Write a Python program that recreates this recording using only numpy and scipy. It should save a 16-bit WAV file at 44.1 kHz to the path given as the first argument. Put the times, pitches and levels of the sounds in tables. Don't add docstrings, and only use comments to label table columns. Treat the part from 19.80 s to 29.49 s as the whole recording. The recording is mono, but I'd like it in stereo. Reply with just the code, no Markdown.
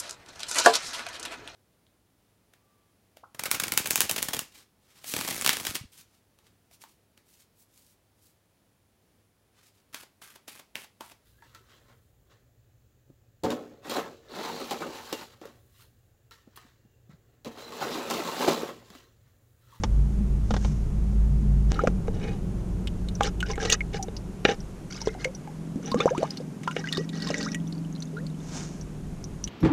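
import sys
import numpy as np
from scipy import signal
from scipy.fft import rfft, irfft, next_fast_len
from scipy.io import wavfile

SR = 44100
rng = np.random.default_rng(int(sys.argv[2]) if len(sys.argv) > 2 else 0)


def master_out(mix):
    frames = np.transpose(np.atleast_2d(mix))
    ceiling = np.clip(frames, -1, 1)
    pcm = np.round(ceiling * 32767).astype(np.int16)
    wavfile.write(sys.argv[1], SR, pcm)


N = 427329

# start_s, low_modes_peak_db, hardness_db (gain of upper modes), longest_t60_s
KNOCK_EVENTS = [(2.073, -13, -28.5, 0.011), (2.281, -23.5, -22, 0.039), (3.407, -15.5, -8, 0.09),
                (3.778, -24, -5, .08), (4.143, -27, 2, .08), (4.283, -28, -3.5, 0.055),
                (4.651, -9, 4.5, 0.095), (6.965, -20.5, 1, 0.019)]
# mode_hz, level_db, t60_s
BODY_MODES = [(449, 8.5, 0.041), (807, -3, 0.093), (1160, 2.5, 0.0038), (1760, 2, 0.011), (2250, 0, 0.007),
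              (2900, -2, 0.011), (3340, -6.5, 0.0085), (3820, -6.5, 0.0098)]
# start_s, peak_db, start_hz, rise_oct_per_s, life_s
WATER_TONES = [(1.957, -40, 1340, -0.5, 0.042), (1.992, -18.5, 1274, 8, 0.014),
               (2.037, -15, 443, 43, 0.015), (4.007, -24, 2150, -1, 0.0072), (4.19, -32, 763, -0.5, 0.059),
               (5.454, -25, 519, 0.6, 0.051), (5.958, -24.5, 218, 28, 0.047),
               (6.117, -28, 1015, 4.5, 0.055), (6.119, -23.5, 218, -2, 0.037), (6.156, -22, 197, 28, 0.054),
               (6.202, -22, 1154, 15.5, 0.0215), (6.204, -25.5, 2164, 28.5, 0.0096),
               (6.257, -8.5, 456, 43.5, 0.0175), (6.276, -23.5, 920, 79.5, 0.017),
               (6.278, -25, 962, -1, 0.021), (6.309, -21.5, 459, 20, 0.03), (6.349, -28, 943, 19.5, 0.0324),
               (6.38, -19.5, 299, 28.5, 0.066), (6.426, -34, 1000, 9, 0.036),
               (6.43, -12.5, 523, 46.5, 0.018), (6.602, -32, 440, 22, 0.015), (7.18, -20.5, 336, 17, 0.031),
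               (7.662, -33.5, 1123, 37, 0.027), (8.331, -37.5, 383, 5, 0.12),
               (8.367, -34.5, 1326, 13.5, 0.034)]
# start_s, peak_db, pitch_hz
RINGING_NOTES = [(3.409, -16, 1140), (3.628, -22, 1470), (3.699, -36, 1034), (3.734, -37, 2050),
                 (3.78, -39, 1350), (3.802, -31, 1690), (5.216, -36, 930), (5.273, -15, 440),
                 (5.35, -37, 734), (5.447, -19, 2095), (5.675, -35, 808), (6.144, -15, 481),
                 (6.204, -17, 460), (6.205, -26.5, 3560), (6.304, -36, 1605), (6.876, -21, 996),
                 (6.878, -22.5, 1400), (6.911, -36.5, 1454), (7.041, -34.5, 1550), (7.073, -28.5, 1955),
                 (7.087, -35, 2730), (7.136, -33.5, 1835), (7.149, -36, 3680), (7.171, -30.5, 1160),
                 (7.47, -36, 1080), (7.503, -22.5, 601), (7.543, -21.5, 1974)]
# start_s, peak_db, pitch_hz
TICK_EVENTS = [(1.943, -31.5, 3980), (2.273, -42, 2290), (3.073, -20.5, 3130), (3.2864, -30.5, 3900),
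               (3.352, -40, 5900), (3.433, -17, 3300), (3.6046, -22.5, 2980), (3.757, -30, 2050),
               (3.9, -7.5, 3140), (3.9238, -9.5, 3870), (3.9263, -16, 6600), (4.2268, -31, 6000),
               (4.2276, -21, 13500), (4.366, -32.5, 4900), (4.804, -40, 5540), (5.216, -31, 5460),
               (5.444, -23, 2820), (5.549, -37.5, 5860), (6.059, -35.5, 5930), (6.116, -24.5, 3970),
               (6.189, -31, 4200), (6.302, -39.5, 6360), (6.379, -24.5, 2540), (6.506, -29, 5100),
               (6.572, -26, 4400), (6.834, -29, 1890), (6.9115, -25.5, 2900), (6.9632, -30, 2553),
               (7.126, -16.5, 4050), (7.172, -20.5, 4330), (7.2913, -30.5, 3670), (7.402, -33, 4200),
               (7.422, -23, 4400), (7.472, -26, 4300), (7.487, -28, 3600), (7.582, -29, 7500),
               (7.6288, -21, 4380), (7.718, -31.5, 5530), (7.746, -21, 2550), (7.925, -34, 4450),
               (8.223, -30.5, 4300), (8.4667, -34, 4330), (9.012, -39.5, 6000), (9.441, -34, 6000),
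               (9.64, -27, 5900), (9.6758, -26, 3170)]
# start_s, length_s, spray_db, rub_db (both relative)
SLOSH_EVENTS = [(1.896, 0.23, -68.5, -46), (2.33, 0.26, -68.5, -44), (3.421, 0.075, -48, -38),
                (3.657, 0.081, -54.5, -42), (3.792, 0.12, -49.5, -35.5), (3.896, 0.058, -38, -35.5),
                (4.13, 0.053, -51, -38.5), (4.646, 0.1, -51, -29), (5.102, 0.11, -55, -71),
                (5.203, 0.14, -57, -58), (5.382, 0.1, -59.5, -59), (6.027, 0.11, -60, -45),
                (6.171, 0.1, -57, -35), (6.257, 0.37, -63, -49), (6.813, 0.22, -64, -63),
                (6.954, 0.065, -56, -43.5), (7.033, 0.22, -57, -61), (7.328, 0.41, -51.5, -45.5)]
# time_s, gain_db
DRIP_GAIN = [(7.8, -53), (8.65, -56)]
# start_s, length_s, pitch_hz, coupling_db
TRICKLE_EVENTS = [(2.41, 0.12, 2500, -29), (3.875, 0.059, 1930, -29), (5.257, .17, 2100, -27.5),
                  (6.968, 0.81, 1930, -33), (7.503, 0.29, 595, -32)]
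# start_s, peak_db
PAT_EVENTS = [(0.036, -18), (0.707, -18.5), (0.739, -18.5), (0.765, -21), (0.847, -24.5)]
# loudest_s, level_db, swell_db_per_s, fade_db_per_s
SWISH_EVENTS = [(.84, -58.5, 75, 90), (8.77, -49, 127, 93)]
# before_s, after_s
SWISH_SPAN_S = (.2, 0.51)
# time_s, level_db
HUM_LEVEL = [(0, -31), (.43, -24.5), (.74, -31.5), (.88, -25.5), (1.04, -29.5), (1.42, -24.5),
             (1.919, -23.5)]
# multiple, mean_level_db
HUM_PARTIALS = [(2.621, -12), (3.762, -12.5)]
# time_s, firings_per_s, level_db
ENGINE_COURSE = [(5.297, 19.8, -55.5), (5.902, 23.5, -40.5), (6.498, 21.6, -41), (7.6, 24, -34.5),
                 (8.8, 21.8, -39), (9.69, 21.7, -48.5)]
# multiple, relative_level_db
ENGINE_PARTIALS = [(7, 5), (8, -5), (9, -2), (11, -5), (12, -7.5), (13, -9)]
# time_s, level_db
DRONE_LEVEL = [(1.93, -35.5), (5.3, -50.5)]
# time_s, deep_level_db, upper_level_db
TRAFFIC_LEVELS = [(0, -30.5, -42), (1.9, -31.5, -41.5), (1.95, -32, -37.5), (3.9, -35, -41.5),
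                  (4.7, -43, -43.5), (5.8, -52, -43.5), (6.8, -64, -43.5), (7.5, -52, -43),
                  (8.3, -54.5, -46.5), (8.8, -46.5, -42.5), (9.69, -39.5, -45.5)]
# frequency_hz, relative_db_per_hz
DEEP_SPECTRUM = [(20, -2), (40, -11.5), (50, 3), (62, -15), (110, -8), (140, -29.5)]
# frequency_hz, relative_db_per_hz
UPPER_SPECTRUM = [(80, -39), (110, -17), (150, -5.5), (185, -6), (230, -14.5), (325, -16), (376, -14),
                  (486, -24), (1600, -42.5)]
# frequency_hz, relative_db_per_hz
AIR_SPECTRUM = [(350, -8.5), (600, 2), (2720, -11.5), (6120, -25), (8270, -16.5), (9240, -10.5),
                (13000, 2.5), (14900, -27)]
# frequency_hz, correlation (0 to 1)
STEREO_LIKENESS = [(50, 1), (500, 0.43), (2000, 0.027), (9000, 0.033)]

TONE_FADE_DB, BURST_S = -11.5, 0.007
NOTE_RISE_OCT_PER_S = 0.4
NOTE_T60_S, NOTE_DAMPING = 0.075, 0.2
WASH_CREST, WASH_HOLD = 0.36, 0.65
HUM_HZ = 53.35
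AIR_DB = -50.5
CUTOFF_HZ = 16300


def amp(db):
    return 10 ** (np.asarray(db) / 20)


def rms_one(x):
    return x / np.sqrt(np.mean(x ** 2) + 1e-20)


def in_time(rows):
    time_s, *columns = np.transpose(rows)
    return [np.interp(np.arange(N) / SR, time_s, c) for c in columns]


def while_it_lasts(rows):
    time_s, *columns = np.transpose(rows)
    t = np.arange(N) / SR
    return np.array([amp(np.interp(t, time_s, c, left=-120, right=-120)) for c in columns])


def at_hz(points, hz):
    table = np.array(points)
    return np.interp(np.log(hz), np.log(table[:, 0]), table[:, 1])


def drift(rate_hz):
    r = np.exp(-80 * np.pi * rate_hz / SR)
    noise = rng.standard_normal(N // 40 + 2002)
    slow = signal.lfilter([1], [1, -2 * r, r * r], noise)[2000:]
    return np.interp(np.arange(N) / 40, np.arange(len(slow)), rms_one(slow))


def ring(x, hz, t60_s):
    r = amp(-60 / (t60_s * SR))
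    w = 2 * np.pi * hz / SR
    return signal.lfilter([0, np.sin(w)], [1, -2 * r * np.cos(w), r * r], x + 1e-18)


def add(out, start_s, sound, peak_db):
    i = round(start_s * SR)
    scaled = amp(peak_db) * sound / np.abs(sound).max()
    out[i:i + len(sound)] += scaled[:N - i]


def burst(noise, t60_s):
    return noise * amp(-60 * np.arange(len(noise)) / SR / t60_s)


def grains(per_s, spread_db):
    sizes = amp(spread_db * np.minimum(rng.exponential(1, N), 5)) * rng.choice([-1, 1], N)
    return sizes * (rng.random(N) < per_s / SR)


def body(push, hardness_db, longest_t60_s):
    out = 0
    for k, (hz, db, t60_s) in enumerate(BODY_MODES):
        gain_db = db + (hardness_db if hz > 1400 else 0)
        out = out + amp(gain_db) * (-1) ** k * ring(push, hz, min(t60_s, longest_t60_s))
    return out


def knocks():
    out = np.zeros(N)
    noises = rng.standard_normal((len(KNOCK_EVENTS), 8000))
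    for (start_s, low_db, hardness_db, longest_t60_s), noise in zip(KNOCK_EVENTS, noises):
        push = 0.32 * burst(noise, 0.017)
        push[0] = 1
        low = body(push, -60, longest_t60_s)
        sound = body(push, hardness_db, longest_t60_s)
        excess_db = 20 * np.log10(np.abs(sound).max() / np.abs(low).max())
        add(out, start_s, sound, low_db + excess_db)
    return out


def shivering_tone(hz, rise_oct_per_s, t60_s, attack_s, wobble, life_s, db):
    t = np.arange(round(life_s * SR)) / SR
    shiver = np.interp(t, np.arange(len(wobble)) * 0.004, wobble)
    pitch_hz = hz * 2 ** (rise_oct_per_s * t + 0.05 * shiver)
    closing = np.clip((life_s - t) / BURST_S, 0, 1)
    jolt = 1 + amp(db + 22) * np.exp(-t * hz / 2.5)
    decay = amp(-60 * t / t60_s + 3.5 * shiver[::-1])
    attack = 1 - np.exp(-t / attack_s)
    return np.sin(2 * np.pi * np.cumsum(pitch_hz) / SR) * jolt * decay * attack * closing


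def water_tones():
    out = np.zeros(N)
    noises = rng.standard_normal((len(WATER_TONES), 1200))
    for (start_s, db, hz, rise, life_s), noise in zip(WATER_TONES, noises):
        t60_s = -60 * life_s / TONE_FADE_DB
        tone = shivering_tone(hz, rise, t60_s, 0.0004, noise[:150], life_s + BURST_S, db)
        add(out, start_s, tone, db)
        add(out, start_s, np.diff(burst(noise, 0.034)), db - 23)
    return out


def ringing_notes():
    out = np.zeros(N)
    noises = rng.standard_normal((len(RINGING_NOTES), 600))
    for (start_s, db, hz), noise in zip(RINGING_NOTES, noises):
        t60_s = NOTE_T60_S * (1e3 / hz) ** NOTE_DAMPING
        tone = shivering_tone(hz, NOTE_RISE_OCT_PER_S, t60_s, 0.000053, noise[-60:], t60_s, db)
        slap = ring(burst(noise, 0.015), 2.2 * hz, 3.0 / hz)
        spatter = np.diff(burst(noise, 0.025))
        add(out, start_s, tone, db)
        add(out, start_s, slap, db - 13)
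        add(out, start_s, spatter, db - 20)
    return out


def ticks():
    out = np.zeros(N)
    noises = rng.standard_normal((len(TICK_EVENTS), 2500))
    for (start_s, db, hz), noise in zip(TICK_EVENTS, noises):
        spatter = burst(noise, 0.028)
        spatter[1] += 4.0
        snap = np.diff(spatter)
        add(out, start_s, rms_one(ring(snap, hz, 0.0043)) + 1.42 * rms_one(snap), db)
    return out


def wash(start_s, length_s, spray_db, rub_db):
    shape = [(0, -7, -9), (WASH_CREST, 0, 0), (WASH_HOLD, -1.5, -3), (1, -10, -19.5)]
    return while_it_lasts([(start_s + share * length_s, spray_db + a, rub_db + b) for share, a, b in shape])


def droplets(gain, low_hz, octaves, count):
    when, size, pitch, chirp = rng.random((count, 4)).T
    at = (when * (N - 900)).astype(int)
    t = np.arange(900) / SR
    heard = gain[at] > 1e-4
    at, size, pitch, chirp = at[heard], size[heard], pitch[heard], chirp[heard]
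    hz = low_hz * 2 ** (octaves * pitch[:, None])
    cycles = hz * t * (1 + 9.0 * chirp[:, None] ** 2 * t)
    decay = amp(-60 * hz * t / 65.0)
    sounds = np.sin(2 * np.pi * cycles) * decay * np.hanning(1800)[900:]
    loudness = amp(-4.5 * np.log(size + 0.045))
    out = np.zeros(N)
    np.add.at(out, at[:, None] + np.arange(900), (gain[at] * loudness)[:, None] * sounds)
    return out


def slosh():
    spray_gain, rub_gain = sum(wash(*row) for row in SLOSH_EVENTS)
    clumps = amp(3.5 * drift(35))
    fizz_band = signal.butter(1, [1800, 9000], "band", fs=SR, output="sos")
    fizz = rms_one(signal.sosfilt(fizz_band, grains(9800, spread_db=7.0)))
    grit = rms_one(grains(5000, spread_db=3.0))
    rub = body(grit * clumps * rub_gain, 0.1, longest_t60_s=0.82)
    spray = droplets(clumps * spray_gain, low_hz=1100, octaves=2.5, count=9000)
    spray += amp(-7) * fizz * clumps * spray_gain
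    drips = droplets(while_it_lasts(DRIP_GAIN)[0], low_hz=2940, octaves=1.17, count=160)
    return spray + amp(-26.5) * rub + drips


def trickles(water):
    out = np.zeros(N)
    for start_s, length_s, hz, db in TRICKLE_EVENTS:
        gain = while_it_lasts([(start_s, db), (start_s + length_s, db)])[0]
        out += ring(water * gain, hz, 0.087)
    return out


def pot_echo(x):
    out = np.zeros((2, N))
    lags = (rng.uniform(0.00037, 0.0092, 10) * SR).astype(int)
    for k, lag in enumerate(lags):
        out[k % 2, lag:] += (-1) ** (k // 2) * amp(-900 * lag / SR) * x[:-lag]
    return out


def pats():
    out = np.zeros(N)
    noises = rng.standard_normal((len(PAT_EVENTS), 3000))
    for (start_s, db), noise in zip(PAT_EVENTS, noises):
        snap = burst(noise, 0.043)
        papery = rms_one(ring(snap, 3150, 0.0047))
        dull = 11.0 * rms_one(ring(snap, 400, 0.002))
        thump = 7.8 * rms_one(ring(snap, 213, 0.14))
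        add(out, start_s, papery + dull + thump, db)
    return out


def swish():
    grit = grains(9000, spread_db=4.0)
    rustle = rms_one(ring(grit, 8700, 0.00018)) + 1.2 * rms_one(ring(grit, 680, 0.00056))
    before_s, after_s = SWISH_SPAN_S
    gain = np.zeros(N)
    for peak_s, db, swell, fade in SWISH_EVENTS:
        start = (peak_s - before_s, db - swell * before_s)
        end = (peak_s + after_s, db - fade * after_s)
        gain += while_it_lasts([start, (peak_s, db), end])[0]
    return rustle * gain


def hum():
    turns = 2 * np.pi * HUM_HZ * (np.arange(N) / SR - HUM_LEVEL[-1][0])
    tone = -np.cos(turns)
    for multiple, db in HUM_PARTIALS:
        level = amp(db + 3.7 * drift(5.1))
        tone = tone + level * np.sin(multiple * turns + 0.84 * drift(16.0))
    return np.sqrt(2) * tone * while_it_lasts(HUM_LEVEL)[0]


def engine():
    turns = 2 * np.pi * np.cumsum(in_time(ENGINE_COURSE)[0]) / SR
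    orders = np.zeros(N)
    for k, db in ENGINE_PARTIALS:
        level = amp(db + 2.2 * drift(2.6))
        phase = rng.uniform(0, 2 * np.pi) + 0.39 * drift(1)
        orders += level * np.sin(k * turns + phase)
    level_rows = np.array(ENGINE_COURSE)[:, ::2]
    return rms_one(orders) * while_it_lasts(level_rows)[0]


def drone():
    return rms_one(ring(rng.standard_normal(N), 179.3, 0.18)) * while_it_lasts(DRONE_LEVEL)[0]


def stereo_noise(spectrum):
    size = next_fast_len(N)
    hz = np.maximum(np.arange(size // 2 + 1) * SR / size, 1)
    mid, side = rfft(rng.standard_normal((2, size)))
    alike = np.clip(at_hz(STEREO_LIKENESS, hz), 0, 1)
    in_band = (hz >= spectrum[0][0]) * (hz <= spectrum[-1][0])
    colour = amp(at_hz(spectrum, hz)) * in_band
    pair = np.sqrt(1 + alike) * mid + np.sqrt(1 - alike) * side * np.array([[1], [-1]])
    return rms_one(irfft(colour * pair, size)[:, :N])


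def scene():
    water = ticks() + slosh()
    near = knocks() + water_tones() + ringing_notes() + water + trickles(water) + pats() + swish()
    bright = signal.sosfilt(signal.butter(1, 900, "high", fs=SR, output="sos"), near)
    deep_db, upper_db = in_time(TRAFFIC_LEVELS)
    deep = amp(deep_db) * stereo_noise(DEEP_SPECTRUM)
    upper = amp(upper_db) * stereo_noise(UPPER_SPECTRUM)
    far = deep + upper + engine() + drone()
    air = amp(AIR_DB) * stereo_noise(AIR_SPECTRUM)
    close = near + amp(-8) * pot_echo(bright)
    return close + hum() * amp([[1.8], [-1.8]]) + far * amp([[0.5], [-0.5]]) + air


def record(dry):
    r = np.exp(-np.pi * 1500 / SR)
    w = 2 * np.pi * 6300 / SR
    port = signal.lfilter((1 - r * r) / 2 * np.array([1, 0, -1]), [1, -2 * r * np.cos(w), r * r], dry)
    dull = signal.sosfilt(signal.butter(2, 8000, fs=SR, output="sos"), dry + 5.77 * port)
    top_cut = signal.cheby2(12, 70, CUTOFF_HZ, fs=SR, output="sos")
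    return signal.sosfilt(top_cut, dull + 0.39 * dry)


dry = scene()
out = record(dry)
master_out(out)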